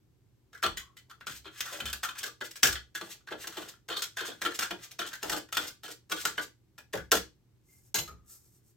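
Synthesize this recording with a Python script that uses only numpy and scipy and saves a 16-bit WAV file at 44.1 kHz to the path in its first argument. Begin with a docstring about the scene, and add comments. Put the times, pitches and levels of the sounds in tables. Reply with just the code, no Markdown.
"""A thin stick stirs paint in a small plastic cup on a newspaper-covered stone counter, tapping and dragging.
Each tap is a short noise burst and a click that ring the cup, then a juddering slide and a knock below.
Drags and swipes are swelling grains of noise; squeaks are narrow rubbing tones. The dropped stick
bounces, fingers brush the paper, and soft bumps reach the slab. A small hard room answers all of this;
shaped noise and a steady sine make the faint hiss and hum beneath."""
import sys
import numpy as np
from scipy import signal
from scipy.fft import rfft, irfft
from scipy.io import wavfile
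from scipy.ndimage import uniform_filter1d

SR = 44100
rng = np.random.default_rng(int(sys.argv[2]) if len(sys.argv) > 2 else 0)


def master(y):
    """Save y as 16-bit WAV."""
    cut = np.clip(np.atleast_2d(y).T, -1, 1)
    pcm = np.round(cut * 32767)  # scale
    wavfile.write(sys.argv[1], SR, pcm.astype(np.int16))


N = 386536   # length in samples


def from_db(db):
    """Turn decibels into a gain."""
    return 10 ** (np.asarray(db) / 20)


def rms_one(x):
    """Scale to unit rms."""
    return x / np.sqrt(np.mean(x ** 2) + 1e-20)


def at_hz(points, hz):
    """Read a curve between its points, on a logarithmic frequency axis."""
    point_hz, values = np.array(points).T
    return np.interp(np.log(hz), np.log(point_hz), values)


def coloured(x, spectrum):
    """Filter with unit energy and minimum phase, so that nothing sounds before the contact."""
    hz = np.maximum(np.fft.rfftfreq(4096, 1 / SR), 1)
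    cepstrum = irfft(np.log(from_db(at_hz(spectrum, hz))))
    cepstrum[1:2048] *= 2   # folding the second half onto the first gives minimum phase
    cepstrum[2049:] = 0
    response = irfft(np.exp(rfft(cepstrum)))
    return signal.oaconvolve(x, response / np.linalg.norm(response))[:len(x)]


def body(drive_of, modes):
    """Side-by-side resonances of alternating sign, mode k driven by drive_of(k); unit power for unit white noise."""
    out, power = 0, 0
    for k, (hz, width, level_db) in enumerate(modes):
        radius = np.exp(-np.pi * width / SR)
        gain = (1 - radius ** 2) / 2
        b = gain * np.array([1, 0, -1]) * from_db(level_db) * (-1) ** k
        a = [1, -2 * radius * np.cos(2 * np.pi * hz / SR), radius ** 2]
        out = out + signal.lfilter(b, a, drive_of(k) + 1e-18)
        power += from_db(2 * level_db) * gain
    return out / np.sqrt(power)


def bursts(s, level_db, ms, power=1):
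    """Noise that rises in a millisecond or two and fades over ms (0.5 to 120); a higher power holds, then stops."""
    envelope, t = np.zeros(N + 6000), np.arange(6000) / SR
    starts = (s * SR).astype(int)
    fades = np.clip(ms, .5, 120) / 1000
    for at, gain, fade in np.broadcast(starts, from_db(level_db), fades):
        envelope[at:at + len(t)] += gain * (1 - np.exp(-t / 0.00057)) * np.exp(-(t / fade) ** power)
    return envelope[:N] * rng.standard_normal(N)


def grains(per_s, spread_db):
    """Random slips of uneven size and either sign; rms 1."""
    sizes = from_db(spread_db * np.minimum(rng.exponential(1, N), 4)) * rng.choice([-1, 1], N)
    return rms_one(sizes * (rng.random(N) < per_s / SR))


def strokes(s, level_db, ms):
    """Bell-shaped swells of pressure, one per stroke."""
    t = np.arange(N) / SR
    return sum(from_db(db) * np.exp(-((t - at) * 1000 / half) ** 2)
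               for at, db, half in np.broadcast(s, level_db, ms))


# How alike left and right are: (frequency [Hz], likeness [1 = the same, 0 = unrelated])
LIKENESS = [(50, .7), (300, .55), (700, .35), (1300, .5), (3000, .1), (12000, 0)]
# How the two sides differ: (frequency [Hz], left minus right [dB])
BALANCE = [(60, -1.5), (150, -1.5), (600, 1.5), (1500, 4.5), (3500, -1), (8000, 0.5), (14000, 1.5)]


def band_pairs(length, shape):
    """Half-octave bands of stereo noise, each with its likeness and balance, shaped by shape(Hz)."""
    out, edges = 0, 25 * 2 ** np.arange(0, 9.6, .5)
    white = rng.standard_normal((2, 2, length))   # neighbouring bands use different noise
    for k, (low, high) in enumerate(zip(edges, edges[1:])):
        band = signal.butter(2, [low, high], "band", fs=SR, output="sos")
        mid, side = signal.sosfilt(band, white[k % 2])
        hz = np.sqrt(low * high)
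        alike = np.clip(at_hz(LIKENESS, hz), -1, 1)
        pair = np.sqrt(1 + alike) * mid + np.sqrt(1 - alike) * side * [[1], [-1]]
        balance = from_db(at_hz(BALANCE, hz) / 2 * np.array([[1], [-1]]))
        out = out + shape(hz) * pair * balance
    return out


# Tone of the background air: (frequency [Hz], relative level [dB per Hz])
AIR = [(15, -60), (25, -33), (43, -17.5), (90, -11), (121, -10.5), (163, -19), (220, -15.5), (280, -31.5),
       (313, -13.5), (389, -30.5), (1360, -38), (14800, -41), (16500, -61.5)]


def air():
    """Steady stereo noise shaped like the faint hiss and rumble of the place."""
    return from_db(-71) * rms_one(band_pairs(N, lambda hz: from_db(at_hz(AIR, hz))))


def hum():
    """Mains hum: one steady sine at 120 Hz, with an rms level of -75.5 dB."""
    return from_db(-75.5) * np.sqrt(2) * np.sin(2 * np.pi * 120 * np.arange(N) / SR)


# Deepest counter resonances: (frequency [Hz], width [Hz], level [dB])
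SLAB = [(45, 6.7, -6), (66.5, 6, 2.5), (117, 70, -5.5)]
# Hand or cup bumping the counter: (time [s], level [dB])
THUMPS = [(0.635, -41.5), (1.271, -50.5), (1.82, -41.5), (2.64, -39.5), (3.311, -60), (4.998, -65),
          (5.223, -50), (5.596, -51.5), (6.171, -60), (6.937, -43), (7.128, -43.5), (7.959, -42.5),
          (8.086, -48)]


def thumps():
    """Soft bumps, fading over 36 ms, reach only the deepest modes."""
    push = bursts(*np.transpose(THUMPS), 36)
    return body(lambda k: push, SLAB)


# Main resonances of the cup: (frequency [Hz], width [Hz], level [dB])
CUP = [(1185, 30, 4), (1378.4, 230, -0.5), (1393.4, 165, 9), (1481, 137, 7), (1679, 47, 6), (2000, 65, 5),
       (1540, 2000, -11.5)]


def ring_cup(drive_of):
    """The cup wall rings at its main pitches."""
    return body(drive_of, CUP)


# Higher resonances of the cup: (frequency [Hz], width [Hz], level [dB])
CUP_UPPER = [(2494, 120, -9.5), (3050, 70, 3), (3190, 330, -2.5), (3406, 100, 2), (3610, 130, -4.5),
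             (4360, 220, -5.5)]


def ring_upper_cup(drive_of):
    """The cup wall rings at its higher pitches."""
    return body(drive_of, CUP_UPPER)


# Resonances of the counter: (frequency [Hz], width [Hz], level [dB])
COUNTER = [(174, 29, -10), (325, 43, -1), (466, 61, -0.5), (555.7, 150, -5), (814, 280, -6.5)]


def ring_counter(drive):
    """The stone counter answers a knock or a rumble."""
    return body(lambda k: drive, COUNTER)


# The dry snap of a contact: (frequency [Hz], relative level [dB per Hz])
CRACK = [(500, -29.5), (1000, -16.5), (2200, -8.5), (4500, -6), (7800, -5.5), (13000, -11.5), (16500, -14)]


def snap(x):
    """Give a drive the bright, dry colour of hard things touching."""
    return coloured(x, CRACK)


# Rustle of paper: (frequency [Hz], relative level [dB per Hz])
PAPER = [(1500, -18), (3500, -16), (5500, -2.5), (8000, 2), (13000, -1), (16500, -9.5)]
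# Fingers brushing: (time of the peak [s], level on paper [dB], half-length [ms])
BRUSH = [(7.744, -66.5, 73), (7.864, -67, 27), (8.06, -63, 31), (8.324, -54, 43), (8.44, -68, 60),
         (8.55, -70, 42), (8.68, -70, 43)]


def brush():
    """Skin rustles on paper in fine grains and faintly rubs the cup."""
    rub = grains(9500.0, 5.9) * strokes(*np.transpose(BRUSH))
    return coloured(rub, PAPER) + from_db(-23) * ring_cup(lambda k: rub)


# Resonances of the free stick: (frequency [Hz], width [Hz], level [dB])
STICK = [(4124, 120, -16), (6600, 28, 2), (12690, 24, 1)]
# The stick lands and bounces: (time [s], blow level before an 8 dB cut [dB],
# counter knock relative to the uncut blow [dB])
DROP = [(7.9427, -16.5, -19), (7.955, -24, -37), (7.968, -29, -22), (7.9844, -22, -18), (7.994, -39, -17),
        (8.076, -41, -16)]


def drop():
    """The free stick rings thinly as it bounces, with the cup and counter answering."""
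    s, blow_db, knock_db = np.transpose(DROP)
    hit = bursts(s, blow_db - 8, 8.6)
    thud = bursts(s, blow_db + knock_db, 12.0)
    stick = from_db(-1.0) * body(lambda k: hit, STICK)
    cup = from_db(-4) * body(lambda k: hit, CUP + CUP_UPPER)
    return snap(hit) + stick + cup + ring_counter(thud)


# Faint rubbing tones: (time [s], pitch [Hz], level [dB], length [ms], held to at most 120)
SQUEAKS = [(.8, 1110, -66.5, 150), (7.681, 2114, -79.5, 97), (1.719, 560, -45, 32), (6.779, 2476, -62, 34),
           (6.97, 1656, -52, 25), (8.072, 1260, -55.5, 44), (8.17, 1200, -79, 110), (8.29, 1307, -79, 66)]


def squeaks():
    """Rubbing noise in one narrow resonance, 65 Hz wide."""
    out = 0
    for s, hz, level_db, ms in SQUEAKS:
        rub = bursts(np.array([s]), level_db, ms, power=1.6)
        out = out + body(lambda k: rub, [(hz, 65, 0)])
    return out


# Quick wet swipes along the wall: (time of the peak [s], level [dB], half-length [ms])
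SWIPES = [(1.366, -48.5, 17), (1.587, -49, 13), (2.189, -38.5, 8.3), (2.455, -46, 17), (3.118, -46, 21.6),
          (3.426, -47, 24), (3.691, -47, 9.6), (4.266, -42, 15), (4.553, -41.5, 12), (4.841, -47.5, 16),
          (5.681, -40, 10.7), (5.917, -45.5, 11.6), (6.212, -40, 18), (6.427, -44, 16)]


def swipes():
    """Bright grainy hiss swells and fades under a bell-shaped stroke."""
    return snap(grains(5300.0, 1.0) * strokes(*np.transpose(SWIPES)))


# The stick drags round the wall: (time of the peak [s], level [dB], half-length [ms],
# counter rumble relative to the drag [dB])
DRAG = [(0.7, -63.5, 38, -14), (1.2, -91, 270, 10), (1.57, -55.5, 46, -18), (1.74, -46.5, 76, -6.5),
        (2.65, -86, 360, -9), (3.06, -54.5, 46, -6.5), (3.42, -55.5, 46, -9), (3.601, -51.5, 90, -4),
        (4.0, -61, 39, 0), (4.27, -60, 81, -18), (4.6, -67, 300, -24), (4.83, -60, 41, -6),
        (5.268, -45.5, 41, -5), (5.63, -43.5, 38, -10), (6.28, -46.5, 36, -1), (6.36, -64, 60, 2),
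        (7.01, -69, 56, -25)]


def drag():
    """Dense uneven slips ring the cup, and sparser jolts ring the counter."""
    s, drag_db, ms, rumble_db = np.transpose(DRAG)
    press = strokes(s, drag_db, ms)
    slips = grains(1500., 5.5) * press
    jolts = grains(310.0, 7.6) * strokes(s, drag_db + rumble_db, ms)
    cup = ring_cup(lambda k: slips) + from_db(-7) * ring_upper_cup(lambda k: slips)
    treble = snap(grains(5000., 3.0) * press * from_db(-3))
    return cup + treble + ring_counter(jolts)


BLOW_MS, THUD_MS = 4.62, 16.3   # fade times of the blow and of the knock
LEAD_DB = -27.5   # faint bright noise before each blow, relative to the blow
SLIDE_DB, SLIDE_FOLLOWS = -40.5, 0.61   # slide after a -30 dB blow; share of the blow's swing it follows
SPOT_DB_PER_OCT, SLIDE_FAVOUR = -30.5, 0.88   # modes fade away from the spot's pitch; less so in a slide
UPPER_DB = -7.5   # higher modes relative to the blow
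DAMPED_HZ, DAMPED_DB, DAMPED_OCT = 1584, -13.5, 0.11   # spots near this pitch sound them more weakly
WANDER_DB, WANDER_S = 4.5, .02   # size of the random level wander, and seconds between its new values
CLICK_DB, CLICK_CUT_HZ = 15, 2500   # click relative to the blow; soft plastic dulls it above the cut
CLICK_DIRECT_DB = -5.5   # click heard straight from the wall, relative to the click driving the modes

# Stick on cup: (time [s], blow level [dB], pitch favoured by the spot struck [Hz], snap relative to blow [dB],
# counter knock relative to blow [dB], slide length [ms])
TAPS = [(0.53, -43.5, 1640, -12, -17, 58), (0.6267, -21.5, 1500, -9.5, -23, 5.8),
        (0.635, -15.5, 1340, -17, -18.5, 42), (0.7711, -28, 2000, -5.5, -33, 32.5),
        (0.9674, -44, 2030, -5.5, -35, 29.7), (1.097, -48, 1400, -7, -37, 24),
        (1.2089, -35.5, 1560, -41, -51, 20), (1.2678, -25, 1450, -10.5, -33, 11.3),
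        (1.277, -41.5, 1730, -4, -12, 77), (1.444, -46, 1340, -18, -16, 14),
        (1.455, -35, 1410, -28, -15, 27), (1.6051, -23, 1870, -2.5, -48, 2.8),
        (1.654, -33.5, 1440, -7, -31, 39), (1.726, -37.5, 1370, -0.5, -24, 21),
        (1.8021, -24.5, 1410, -13, -33, 7.1), (1.8552, -24.5, 1380, -8.5, -32, 37),
        (1.8982, -39, 1350, 0, -29, 4.2), (1.929, -26, 1320, -2.5, -27.5, 17),
        (2.0309, -25, 1390, -4, -38, 32), (2.0876, -25, 1280, -15, -39, 27),
        (2.152, -41, 1510, -14, -40, 35), (2.2063, -39, 1190, -12, -24, 35),
        (2.2305, -28.5, 1680, -2, -18, 52), (2.2583, -34.5, 1220, -21, -17, 7.7),
        (2.41, -25, 1740, -19.5, -16.5, 19.4), (2.509, -49, 2000, 5, -30.5, 8),
        (2.5565, -42.5, 1640, 2.5, -17, 21.4), (2.6305, -10, 1560, -0.5, -21, 50),
        (2.6823, -32.5, 1450, -1.5, -13, 64), (2.754, -23, 1730, -27, -36, 21),
        (2.9494, -29.5, 1680, -7, -27.5, 32), (3.0115, -25.5, 1440, -17, -17.5, 3.1),
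        (3.14, -59, 1800, -14, -6.5, 6.8), (3.205, -61.5, 1360, -13, -30, 5.3),
        (3.273, -35, 1540, -32, -31, 24.5), (3.308, -31.5, 1480, -31, -6.5, 6),
        (3.321, -28, 1415, -27, -18, 14.4), (3.4414, -30.5, 1610, -30, -26, 6),
        (3.4714, -30, 1410, -1.5, -21, 9.2), (3.524, -41, 1500, -11, -40, 32),
        (3.5694, -27.5, 1340, -13, -12.5, 22), (3.618, -38, 1320, -10, -17, 13),
        (3.736, -51, 1580, -23, -29, 7.6), (3.886, -27.5, 1500, -12, -15.5, 17),
        (3.9, -26.5, 1292, -17, -16.5, 85), (3.9667, -43, 1260, -1.5, -2.5, 54),
        (4.0203, -26.5, 1400, 0, -25.5, 26), (4.169, -26.5, 1680, -9, -22, 51),
        (4.2049, -28.5, 1400, -25, -9, 120), (4.277, -36.5, 1360, -3, -3, 29),
        (4.4164, -20.5, 1640, -11, -21, 48), (4.4497, -20, 1320, -12.5, -12.5, 27),
        (4.507, -35.5, 1680, -12, -25, 32), (4.5897, -19, 1520, -5.5, -30.5, 44),
        (4.625, -20.5, 1560, -13, -40, 36), (4.7076, -20, 1450, -17.5, -18, 10),
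        (4.91, -57, 1890, 8.5, -6, 15.7), (4.9902, -23, 1360, -10.5, -15.5, 37),
        (5.0236, -30.5, 1380, -19, -19, 36), (5.0627, -40, 1410, 0.5, -15, 34),
        (5.1124, -42, 1600, -21, -42, 41), (5.131, -30, 1660, -10, -45, 33),
        (5.2284, -25, 1580, -6, -11, 16), (5.296, -21, 1630, -4.5, -16, 41),
        (5.3245, -22, 1310, -13.5, -11, 50), (5.364, -30.5, 1640, -1.5, -10.5, 33),
        (5.487, -53, 1430, -9, -20, 4.6), (5.525, -24.5, 1340, -6, -33, 35),
        (5.569, -15, 1380, -8, -22, 15), (5.701, -39, 1600, -21, -38, 9.5),
        (5.8332, -35.5, 1380, -7, -11.5, 41), (5.8797, -37.5, 1400, -6, -9.5, 30),
        (6.097, -37, 1580, -5, -10, 53), (6.1167, -18.5, 1400, -10, -20.5, 9.8),
        (6.162, -36.5, 1400, -6.5, -21, 37), (6.2519, -15.5, 1550, -6, -30, 24.5),
        (6.3787, -19.5, 1490, -21.5, -17.5, 21), (6.7795, -46, 1640, -7.5, -15, 27.4),
        (6.9316, -25.5, 1620, -9.5, -4, 53), (6.982, -34, 1610, -22, -36, 28.6),
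        (7.1166, -11, 1486, -2, -11, 62.5)]


def taps():
    """Every tap favours the cup modes near one pitch, snaps, slides on, and knocks the counter."""
    s, blow_db, spot_hz, snap_db, knock_db, ms = np.transpose(TAPS)
    slide_db = SLIDE_DB + SLIDE_FOLLOWS * (blow_db + 30)
    damping = np.exp(-(np.log2(spot_hz / DAMPED_HZ) / DAMPED_OCT) ** 2)
    upper_db = UPPER_DB + DAMPED_DB * damping
    # the tip sticks and slips as it slides
    judder = rms_one(uniform_filter1d(np.abs(grains(500., 2.0)), size=150))

    def blow(db):
        return bursts(s, blow_db + db, BLOW_MS)

    def slide(db):
        return judder * bursts(s, db + slide_db, ms, power=7.2)

    # faint bright noise that starts 5 ms before each blow
    lead_in = snap(bursts(s - .005, blow_db + LEAD_DB, 12.0))
    clicks = np.zeros(N)
    clicks[((s + .001) * SR).astype(int)] = from_db(blow_db + CLICK_DB)
    clicks = signal.lfilter(*signal.butter(2, CLICK_CUT_HZ, fs=SR), clicks)

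    # each moment uses the spot of the latest tap
    latest = np.maximum(np.searchsorted(s * SR, np.arange(N)) - 1, 0)
    share_db = SPOT_DB_PER_OCT * np.abs(np.log2(spot_hz[:, None] / np.array(CUP)[:, 0]))
    chance = rng.standard_normal((len(CUP) + len(CUP_UPPER), 1000))

    def wander(k):
        """The level of each mode wanders as the tip moves."""
        steps = np.arange(N) / SR / WANDER_S
        return from_db(WANDER_DB * np.interp(steps, np.arange(chance.shape[1]), chance[k]))

    hit, rub = blow(0) + clicks, slide(0)
    high_hit, high_rub = blow(upper_db), slide(upper_db)

    def cup_drive(k):
        struck = hit * from_db(share_db[:, k])[latest]
        rubbed = rub * wander(k) * from_db(SLIDE_FAVOUR * share_db[:, k])[latest]
        return struck + rubbed

    cup = ring_cup(cup_drive) + ring_upper_cup(lambda k: high_hit + high_rub * wander(-k - 1))
    snaps = snap(blow(snap_db) + slide(snap_db))
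    # the heavy slab answers late
    thud = bursts(s + 0.0038, blow_db + knock_db, THUD_MS)
    return cup + lead_in + from_db(CLICK_DIRECT_DB) * clicks + snaps + ring_counter(thud)


ROOM_DB = 5   # level of the reflections, before the shared scaling at the end of room()
FILL_CYCLES, PATTERNS = 0.86, 12   # cycles for the reflections to fill up; number of patterns in turn
# How long the room rings: (frequency [Hz], time to fall by 60 dB [s])
ROOM_T60 = [(100, 0.28), (300, 0.27), (800, 0.18), (2000, 0.21), (5000, 0.24), (13000, 0.17)]
# Counter and hands echo the direct sound: (delay to left [ms], delay to right [ms], level re direct [dB])
NEAR_ECHOES = [(.35, .6, -15), (1.3, .9, -15), (2.2, 2.9, -15.5), (4.1, 3.5, -5.5)]


def room(x):
    """Direct sound, then reflections that fill up slower in the bass, die band by band
    and change to a new random pattern at twelve equal steps."""
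    length, step = SR // 4, N // PATTERNS + 1
    t = np.arange(length * PATTERNS) % length / SR   # restarts for each pattern

    def fill_and_die(hz):
        return (1 - np.exp(-t * hz / FILL_CYCLES)) * from_db(-60 * t / at_hz(ROOM_T60, hz))

    tail = band_pairs(len(t), fill_and_die)
    tail *= from_db(ROOM_DB) / np.sqrt(np.sum(tail ** 2) / 2 / PATTERNS)
    reflected = np.zeros((2, N + step + length))
    for k in range(PATTERNS):
        part = x[None, k * step:(k + 1) * step]
        wet = signal.fftconvolve(part, tail[:, k * length:(k + 1) * length], axes=1)
        reflected[:, k * step:k * step + wet.shape[1]] += wet

    # a small source radiates little bass
    direct = signal.lfilter(*signal.butter(1, 600, "high", fs=SR), x)
    near = np.zeros((2, 300))
    near[[0, 1], [0, 1]] = 1   # the right port hears it a sample later
    for k, (left_ms, right_ms, echo_db) in enumerate(NEAR_ECHOES):
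        delays = [round(left_ms * SR / 1000), round(right_ms * SR / 1000)]
        near[[0, 1], delays] += (-1) ** k * from_db(echo_db)
    near *= from_db([[8.0], [6.5]])   # left, right
    ports = signal.oaconvolve(direct[None], near, axes=1)[:, :N]
    return (reflected[:, :N] + ports) / np.sqrt(1 + from_db(2 * ROOM_DB))


def scene():
    """Cup, stick and paper in the room, over air noise and mains hum."""
    sources = thumps() + brush() + drop() + squeaks() + swipes() + drag() + taps()
    return room(sources) + air() + hum()


# Microphone tone, with a notch from its port: (frequency [Hz], relative level [dB])
MIC = [(20, 4.5), (8300, -1.5), (9500, -10), (11000, -4), (13500, 1), (16500, -1.5)]


def record(dry):
    """Microphone colour; a look-ahead gain control ducks just before a sudden rise; the top is cut."""
    heard = np.array([coloured(side, MIC) for side in dry])
    # differences between samples make the level follow the treble
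    power = np.mean(np.diff(heard, prepend=0) ** 2, axis=0)
    level_db = 10 * np.log10(uniform_filter1d(power, size=88) + 1e-12)
    ahead_db = np.append(level_db[400:], [level_db[-1]] * 400)   # 400 samples, about 9 ms
    # only rises of more than 24 dB count
    duck_db = np.clip(0.24 * (ahead_db - level_db - 24), 0, 18)
    duck_db = uniform_filter1d(duck_db, size=88)
    top_cut = signal.ellip(9, .5, 70, 16150, fs=SR, output="sos")   # cutoff in Hz
    return signal.sosfilt(top_cut, heard * from_db(-duck_db))


dry = scene()
out = record(dry)
master(out)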